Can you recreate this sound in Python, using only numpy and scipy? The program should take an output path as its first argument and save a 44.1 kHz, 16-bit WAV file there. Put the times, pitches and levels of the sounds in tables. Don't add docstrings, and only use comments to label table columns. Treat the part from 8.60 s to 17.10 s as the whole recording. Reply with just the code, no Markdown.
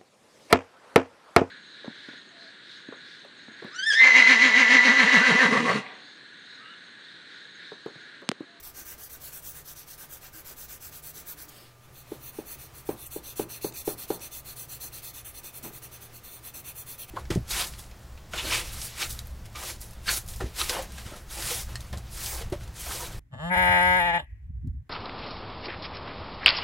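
import sys
import numpy as np
from scipy import signal
from scipy.fft import rfft, irfft
from scipy.io import wavfile
from scipy.ndimage import uniform_filter1d

SR = 44100
rng = np.random.default_rng(int(sys.argv[2]) if len(sys.argv) > 2 else 0)


def invert_db(x):
    u = np.asarray(x, float) / 20
    return 10 ** u


def put_to_file(sound):
    columns = np.atleast_2d(sound).T
    safe = np.clip(columns, -1, 1)
    whole_steps = np.round(safe * 32767)
    wavfile.write(sys.argv[1], SR, whole_steps.astype(np.int16))


N = 374850
T = np.arange(N) / SR
HZ = np.fft.rfftfreq(N, 1 / SR)
EDGE_HZ = 15770


def evened(x):
    return x / np.sqrt(np.mean(x ** 2) + 1e-20)


def read(points, hz):
    f, value = np.transpose(points)
    return np.interp(np.log(hz + 1), np.log(f + 1), value)


def colour(x, gain):
    return irfft(rfft(x) * gain, N)


def wander(hz):
    return evened(colour(rng.standard_normal(N), 1 / (1 + (HZ / hz) ** 2)))


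def add(mix, start_s, sound):
    part = mix[round(start_s * SR):][:len(sound)]
    part += sound[:len(part)]


def sine(hz, t):
    return np.sin(2 * np.pi * (hz * t + rng.random()))


# [start_s, end_s, pitch_hz, level_db]
HUM_SWELLS = [(0.56, 1.35, 147, -64), (1.3, 2.3, 145.3, -67), (2.25, 3.0, 150, -62),
              (1.737, 1.81, 319, -57), (2.7, 2.95, 301, -63), (3.25, 4.45, 134, -60),
              (5.75, 6.55, 136.3, -60), (6.75, 7.35, 136, -62), (7.9, 8.6, 136, -66),
              (2.87, 3.82, 121.3, -60), (3.92, 4.6, 120, -58), (4.622, 5.17, 119.2, -56),
              (5.28, 6.77, 117.8, -58.5), (6.9, 7.66, 119.5, -56.5), (7.702, 8.6, 119.6, -58.5),
              (-.1, 1.1, 58, -62.5), (1.899, 2.9, 57.3, -63), (3.851, 4.75, 58.6, -59),
              (5.399, 5.95, 59.7, -59.5), (6.101, 6.8, 59.5, -59.5), (7.195, 8.6, 60.2, -67)]


def hums():
    fade_s, waver_hz, swell_db = 0.069, 0.725, 1.1
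    out, waver, swell = np.zeros(N), wander(4.9), wander(3.2)
    for start_s, end_s, pitch_hz, level_db in HUM_SWELLS:
        shift = rng.integers(N)
        edge_s = np.minimum(T - start_s, end_s - T)
        fade = np.clip(edge_s / np.minimum(fade_s, (end_s - start_s) / 3), 0, 1)
        on = fade > 0
        now_hz = pitch_hz + waver_hz * np.roll(waver, shift)[on]
        turns = np.cumsum(now_hz) / SR + rng.random()
        level = invert_db(level_db + swell_db * np.roll(swell, shift)[on])
        out[on] += np.sqrt(2) * fade[on] * level * np.sin(2 * np.pi * turns)
    return out


# [freq_hz, density_db_per_hz]
AIR_SPECTRUM = [(20, 3.5), (40, -2), (65, 4.5), (130, -2), (190, -11.5), (400, -10), (1200, -16),
                (2300, -18), (2700, -21), (8000, -25.5), (16500, -27)]
# [pitch_hz, level_db]
LAMP_TONES = [(1200, -69), (1320, -76)]


def workshop():
    change_s, change_length_s = 3.26, 0.57
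    air_dbs, rumble_dbs = (-56, -55), (-59, -57)
    low = 1 / (1 + (HZ / 150) ** 8)
    second = np.clip((T - change_s) / change_length_s + 0.5, 0, 1)
    spectrum = invert_db(read(AIR_SPECTRUM, HZ))
    out = hums()
    for share, air_db, rumble_db in zip((1 - second, second), air_dbs, rumble_dbs):
        noise = rng.standard_normal(N)
        air = evened(colour(noise, spectrum * (1 - low))) * invert_db(air_db + 0.89 * wander(4.1))
        rumble = evened(colour(noise, spectrum * low)) * invert_db(rumble_db + 1.2 * wander(3))
        out = out + share * (air + rumble)
    for pitch_hz, level_db in LAMP_TONES:
        out = out + np.sqrt(2) * invert_db(level_db + 0.5 * wander(4)) * sine(pitch_hz, T)
    return out


# [freq_hz, level_db]
BENCH_SPECTRUM = [(100, -27), (170, 1.5), (250, -7), (330, 7.5), (420, -5.5), (660, -10.5), (800, -7),
                  (1200, -13), (2500, -18), (6000, -26)]
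# [freq_hz, t60_s]
BENCH_DECAY = [(150, 0.27), (400, 0.34), (1000, 0.37), (3000, 0.05)]


def bench_noise(t, t60_scale):
    frame = dict(nperseg=512, noverlap=384)
    hz, at_s, z = signal.stft(rng.standard_normal(len(t)), SR, **frame)
    z = z * invert_db(read(BENCH_SPECTRUM, hz)[:, None])
    steady_rms = np.sqrt(np.mean(signal.istft(z, SR, **frame)[1] ** 2))
    t60_s = t60_scale * read(BENCH_DECAY, hz)[:, None]
    z = z * invert_db(-60 * at_s / t60_s)
    return signal.istft(z, SR, **frame)[1][:len(t)] / steady_rms


# [start_s, t60_s, level_db]
BENCH_SHUFFLES = [
    (0.171, 0.22, -51),
    (1.892, 0.16, -50.5),
    (2.11, 0.13, -59),
    (2.55, 0.13, -54),
    (3.0, 0.25, -63),
    (3.269, 0.31, -54.5),
    (6.22, .15, -52),
    (7.03, 0.35, -40.5),
    (7.661, 0.18, -63),
    (7.95, 0.27, -55),
]


def shuffles():
    rise_s = 0.022
    out, t = np.zeros(N), T[:SR // 3]
    for start_s, t60_s, level_db in BENCH_SHUFFLES:
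        shape = np.minimum(t / rise_s, invert_db(-60 * (t - rise_s) / t60_s))
        add(out, start_s, invert_db(level_db) * shape * bench_noise(t, 30))
    return out


# [start_s, peak_db, pitch_hz]
BOX_KNOCKS = [
    (3.517, -25, 385),
    (3.785, -24.5, 386),
    (4.289, -17.5, 404),
    (4.56, -25, 404),
    (4.794, -17, 410),
    (5.044, -19, 402),
    (5.275, -17, 408),
    (5.502, -16, 412),
]
# [pitch_hz, level_db, t60_s]
RING_MODES = [(110, -15, .3), (170, -8, .25), (231, -8, .25), (325, -5, .2), (418, -1, .2), (512, -3, .2),
              (608, -4, .18), (797, -10, .18), (915, -12, .18), (1045, -21, .15), (1195, -16, .15),
              (1335, -20, .15), (1480, -22, .15), (1700, -22, .15)]


def knocks():
    out, t = np.zeros(N), T[:SR // 3]
    ring = sum(invert_db(level_db - 60 * t / t60_s) * sine(hz, t) for hz, level_db, t60_s in RING_MODES) / 2
    for start_s, peak_db, pitch_hz in BOX_KNOCKS:
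        hard_db = -10.5 + 0.75 * (peak_db + 20.5)
        tail_db = -14.5 + 0.27 * (peak_db + 19.5)
        u = np.clip(t * pitch_hz / 2.764, 0, 1)
        blow = -np.sqrt(np.sin(np.pi * u)) * np.sin(2 * np.pi * pitch_hz * t * (1.1 - 0.13 * u))
        contact = np.exp(-t / 0.0057) * (1 - np.exp(-t / 0.00025))
        blow -= invert_db(hard_db) * np.sin(2 * np.pi * 800 * t) * contact
        wall = (t / 0.0078) * np.exp(1 - t / 0.0056)
        blow -= invert_db(-16) * np.sin(2 * np.pi * 590 * t) * wall
        click = signal.lfilter([0.3], [1, -0.7], rng.standard_normal(len(t))) * np.exp(-t / 0.0075)
        tail = (ring + invert_db(-5) * bench_noise(t, 1.0)) * np.clip((t - 0.006) / 0.006, 0, 1)
        sound = blow + invert_db(1.33 * hard_db - 3.5) * click + invert_db(tail_db) * tail
        add(sound, 0.0092, invert_db(-16) * blow)
        add(out, start_s + 0.00143, invert_db(peak_db) * sound)
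    return out


# [start_s, level_db, pitch_hz, t60_s]
FIBRE_SNAPS = [
    (4.295, -50, 9900, 0.053),
    (4.458, -33.5, 9400, 0.065),
    (4.465, -30, 13800, 0.039),
    (4.55, -45, 9700, 0.066),
    (5.123, -36, 5500, 0.018),
    (5.595, -37, 6280, 0.0078),
]


def snaps():
    out, t = np.zeros(N), T[:3000]
    for start_s, level_db, pitch_hz, t60_s in FIBRE_SNAPS:
        noise = evened(uniform_filter1d(rng.standard_normal(len(t)), size=9))
        burst = noise * np.sin(2 * np.pi * pitch_hz * t)
        rise = np.minimum(t / (0.076 * t60_s), 1)
        add(out, start_s, invert_db(level_db - 60 * t / t60_s) * burst * rise)
    return out


def strokes(rows, grip):
    usual_db, ring_lag, scrape_lag = -45, 0.32, 0.38
    out = []
    for k, (start_s, length_s, fizz_db, *own) in enumerate(rows):
        late, ring_db, scrape_db = grip[k % 2]
        if own:
            late = own[0]
        harder_db = fizz_db - usual_db
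        ring_db = ring_db - ring_lag * harder_db
        scrape_db = scrape_db - scrape_lag * harder_db
        out.append((start_s, length_s, fizz_db, late, ring_db, scrape_db))
    return out


def rub(moves, smooth, modes, grain_db, flicker_db):
    slips = rng.standard_normal(N) * invert_db(grain_db * np.minimum(rng.exponential(1, N), 4))
    rise_db = sum(db / (1 + (2 * (HZ - hz) / width_hz) ** 2) for hz, width_hz, db in modes)
    gain = invert_db(read(smooth, HZ) + rise_db) * (HZ < EDGE_HZ)
    above_low, above_high = [1 / (1 + (hz / (HZ + 1)) ** 24) for hz in (3150, 6900)]
    shares = (above_high, above_low - above_high, 1 - above_low)
    speed_power = np.array([[1.0], [0.85], [0.7]])
    power = np.zeros((3, N))
    for start_s, length_s, fizz_db, late, ring_db, scrape_db in moves:
        part = slice(max(round(start_s * SR), 0), round((start_s + length_s) * SR))
        speed = np.sin(np.pi * np.clip((T[part] - start_s) / length_s, 0, 1) ** late)
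        level = invert_db(fizz_db + np.array([[0], [ring_db], [scrape_db]]))
        power[:, part] += (speed ** speed_power * level) ** 2
    layers = []
    for share in shares:
        layers.append(evened(colour(slips, gain * np.sqrt(share))) * invert_db(flicker_db * wander(36)))
    return (np.sqrt(power) * layers).sum(0)


# [start_s, length_s, fizz_db, lateness_power, ring_db_re_fizz, scrape_db_re_fizz]
SWISH_STROKE = [
    (2.896, 0.23, -57.5, 0.54, -2, 0.5),
]
# [freq_hz, density_db_per_hz]
SWISH_SPECTRUM = [(300, -7), (1500, -11), (3000, -8), (5100, 6), (5700, -9), (7200, -12), (8300, -4),
                  (9200, -9), (16000, -6)]


def swish():
    return rub(SWISH_STROKE, SWISH_SPECTRUM, [], 1.5, 0.8)


# [start_s, length_s, fizz_db]
LID_MOVES = [(-0.028, 0.045, -47), (0.022, 0.1, -45), (0.134, 0.12, -45), (0.244, 0.12, -45),
             (0.371, 0.118, -45), (0.491, 0.097, -46), (0.595, 0.13, -43), (0.715, 0.098, -43),
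             (0.811, 0.13, -43.5), (0.926, 0.11, -46.5), (1.038, 0.11, -44.5), (1.151, 0.1, -46.9),
             (1.258, 0.11, -46.5), (1.374, 0.1, -46), (1.484, 0.11, -45.5), (1.608, 0.1, -49),
             (1.719, 0.11, -45.6), (1.843, 0.11, -45.5), (1.956, 0.12, -44.5), (2.078, 0.11, -45.5),
             (2.196, 0.11, -45), (2.313, 0.1, -46), (2.418, 0.11, -43.5), (2.533, 0.11, -45),
             (2.652, 0.1, -43), (2.767, 0.098, -45.5), (2.877, 0.031, -51.5)]
LID_PAD_GRIP = [(1.05, -8, -13), (0.79, -7.5, -10)]
# [freq_hz, density_db_per_hz]
LID_SPECTRUM = [(200, -21), (700, -12), (1600, -15), (2400, -12), (3400, -13), (5300, -12), (7000, -11.5),
                (9500, 0), (11500, 1), (13000, 5), (14500, 5), (16000, 5)]
# [pitch_hz, width_hz, rise_db]
LID_RESONANCES = [(1564, 460, 10.5), (3080, 320, -3), (4330, 210, 3.5), (5970, 870, 6), (7670, 390, 6.5),
                  (8500, 210, 4)]


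def lid_rub():
    return rub(strokes(LID_MOVES, LID_PAD_GRIP), LID_SPECTRUM, LID_RESONANCES, 2.7, 1.4)


# [start_s, length_s, fizz_db, lateness_power]
DAB_MOVES = [
    (3.149, 0.12, -62.5, 4),
    (3.311, 0.13, -53.5, 1.3),
    (3.441, 0.15, -54.5, 1.4),
    (3.557, 0.158, -45, 2.25),
    (3.717, 0.129, -52.5, 0.82),
    (3.83, 0.135, -42.5, 1.7),
    (3.978, 0.11, -47.1, 0.7),
    (4.132, 0.098, -49, 0.95),
    (4.249, 0.11, -48, 0.96),
    (4.351, 0.13, -46.5, 1.3),
]
# [start_s, length_s, fizz_db]
FACE_MOVES = [(4.502, 0.1, -41.7), (4.627, 0.12, -45), (4.754, 0.1, -39.5), (4.885, 0.11, -41),
              (5.008, 0.1, -39.5), (5.133, 0.11, -40.5), (5.243, 0.11, -37), (5.371, 0.094, -40.5),
              (5.474, 0.11, -40.5), (5.6, 0.092, -41.5), (5.708, 0.11, -40.5), (5.842, 0.11, -44),
              (5.955, 0.11, -41), (6.079, 0.11, -41.5), (6.197, 0.098, -39), (6.317, 0.1, -43),
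              (6.416, 0.11, -42), (6.529, 0.096, -45)]
# [start_s, length_s, fizz_db, lateness_power]
CORNER_MOVES = [(6.645, 0.086, -43, 0.49), (6.72, 0.089, -43.5, 1.7), (6.832, 0.085, -44, 0.59),
                (6.912, 0.091, -44, 1.8), (7.026, 0.087, -42, 0.5), (7.114, 0.085, -46, 1.1),
                (7.217, 0.067, -45.5, 0.74), (7.31, 0.079, -48, 0.83), (7.403, 0.08, -48, 0.71),
                (7.52, 0.083, -50, 1.04), (7.632, 0.088, -47, 0.69), (7.685, 0.12, -47.5, 0.89),
                (7.82, 0.091, -42, 1.3), (7.935, 0.086, -41.5, 0.76), (8.037, 0.093, -42.5, 0.9),
                (8.143, 0.099, -42, 1.08), (8.256, 0.11, -42, 0.94), (8.376, 0.082, -41, 0.97),
                (8.466, 0.055, -43.5, 2.1)]
DAB_PAD_GRIP = [(1.01, -12, -10.5), (1.01, -11.5, -12)]
FACE_PAD_GRIP = [(0.84, -8, -12), (0.86, -7.5, -10.5)]
CORNER_PAD_GRIP = [(1.01, -10.5, -10.5), (1.01, -11, -11)]
# [freq_hz, density_db_per_hz]
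BOX_SPECTRUM = [(200, -11.5), (700, -10.5), (1600, -12), (3000, -12), (4700, -4.5), (5700, -9.5),
                (7600, -5), (9500, 2), (12000, 2.5), (14500, 5.5), (16000, 2.5)]
# [pitch_hz, width_hz, rise_db]
BOX_RESONANCES = [(2594, 310, 8.5), (3547, 160, 11.5), (4210, 470, 13.5), (5020, 200, -3), (6054, 1200, 14),
                  (6770, 250, -9), (8100, 290, 2.5), (9900, 190, 3.5)]


def box_rub():
    moves = strokes(DAB_MOVES, DAB_PAD_GRIP)
    moves += strokes(FACE_MOVES, FACE_PAD_GRIP)
    moves += strokes(CORNER_MOVES, CORNER_PAD_GRIP)
    return rub(moves, BOX_SPECTRUM, BOX_RESONANCES, 1.74, 0.98)


def patchy(x, depth_db):
    z = signal.stft(x, nperseg=256)[2]
    patches = rng.standard_normal(z.shape)
    patches = uniform_filter1d(uniform_filter1d(patches, size=4, axis=0), size=34, axis=1)
    return signal.istft(z * invert_db(depth_db * evened(patches)), nperseg=256)[1][:N]


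def room(x, t60_s):
    t = T[:SR // 4]
    tail = rng.standard_normal(len(t)) * invert_db(-60 * t / t60_s) * (t > 0.003)
    return signal.oaconvolve(x, tail / np.linalg.norm(tail))[:N]


def scene():
    cloth = patchy(lid_rub() + box_rub() + swish(), 2.1) + snaps()
    mono = workshop() + shuffles() + knocks() + cloth + invert_db(-10.5) * room(cloth, 0.1)
    return np.array([mono, mono])


def drop_faint(x, under_db):
    frame = dict(nperseg=2048, noverlap=1536)
    hz, _, z = signal.stft(x, SR, **frame)
    power = uniform_filter1d(uniform_filter1d(abs(z) ** 2, size=4, axis=0), size=2, axis=1)
    mean = power[(hz > 1000) & (hz < EDGE_HZ)].mean(0)
    faint = (power < mean * invert_db(-2 * under_db)) & (hz[:, None] > 1300)
    return signal.istft(z * np.where(faint, 0.03, 1), SR, **frame)[1][:N]


def top_cut(x):
    return signal.sosfilt(signal.butter(12, 16900, fs=SR, output="sos"), x)


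def record(dry):
    limited = drop_faint(colour(dry[0], HZ < EDGE_HZ), 9.3)
    return top_cut(np.array([limited, limited]))


dry = scene()
out = record(dry)
put_to_file(out)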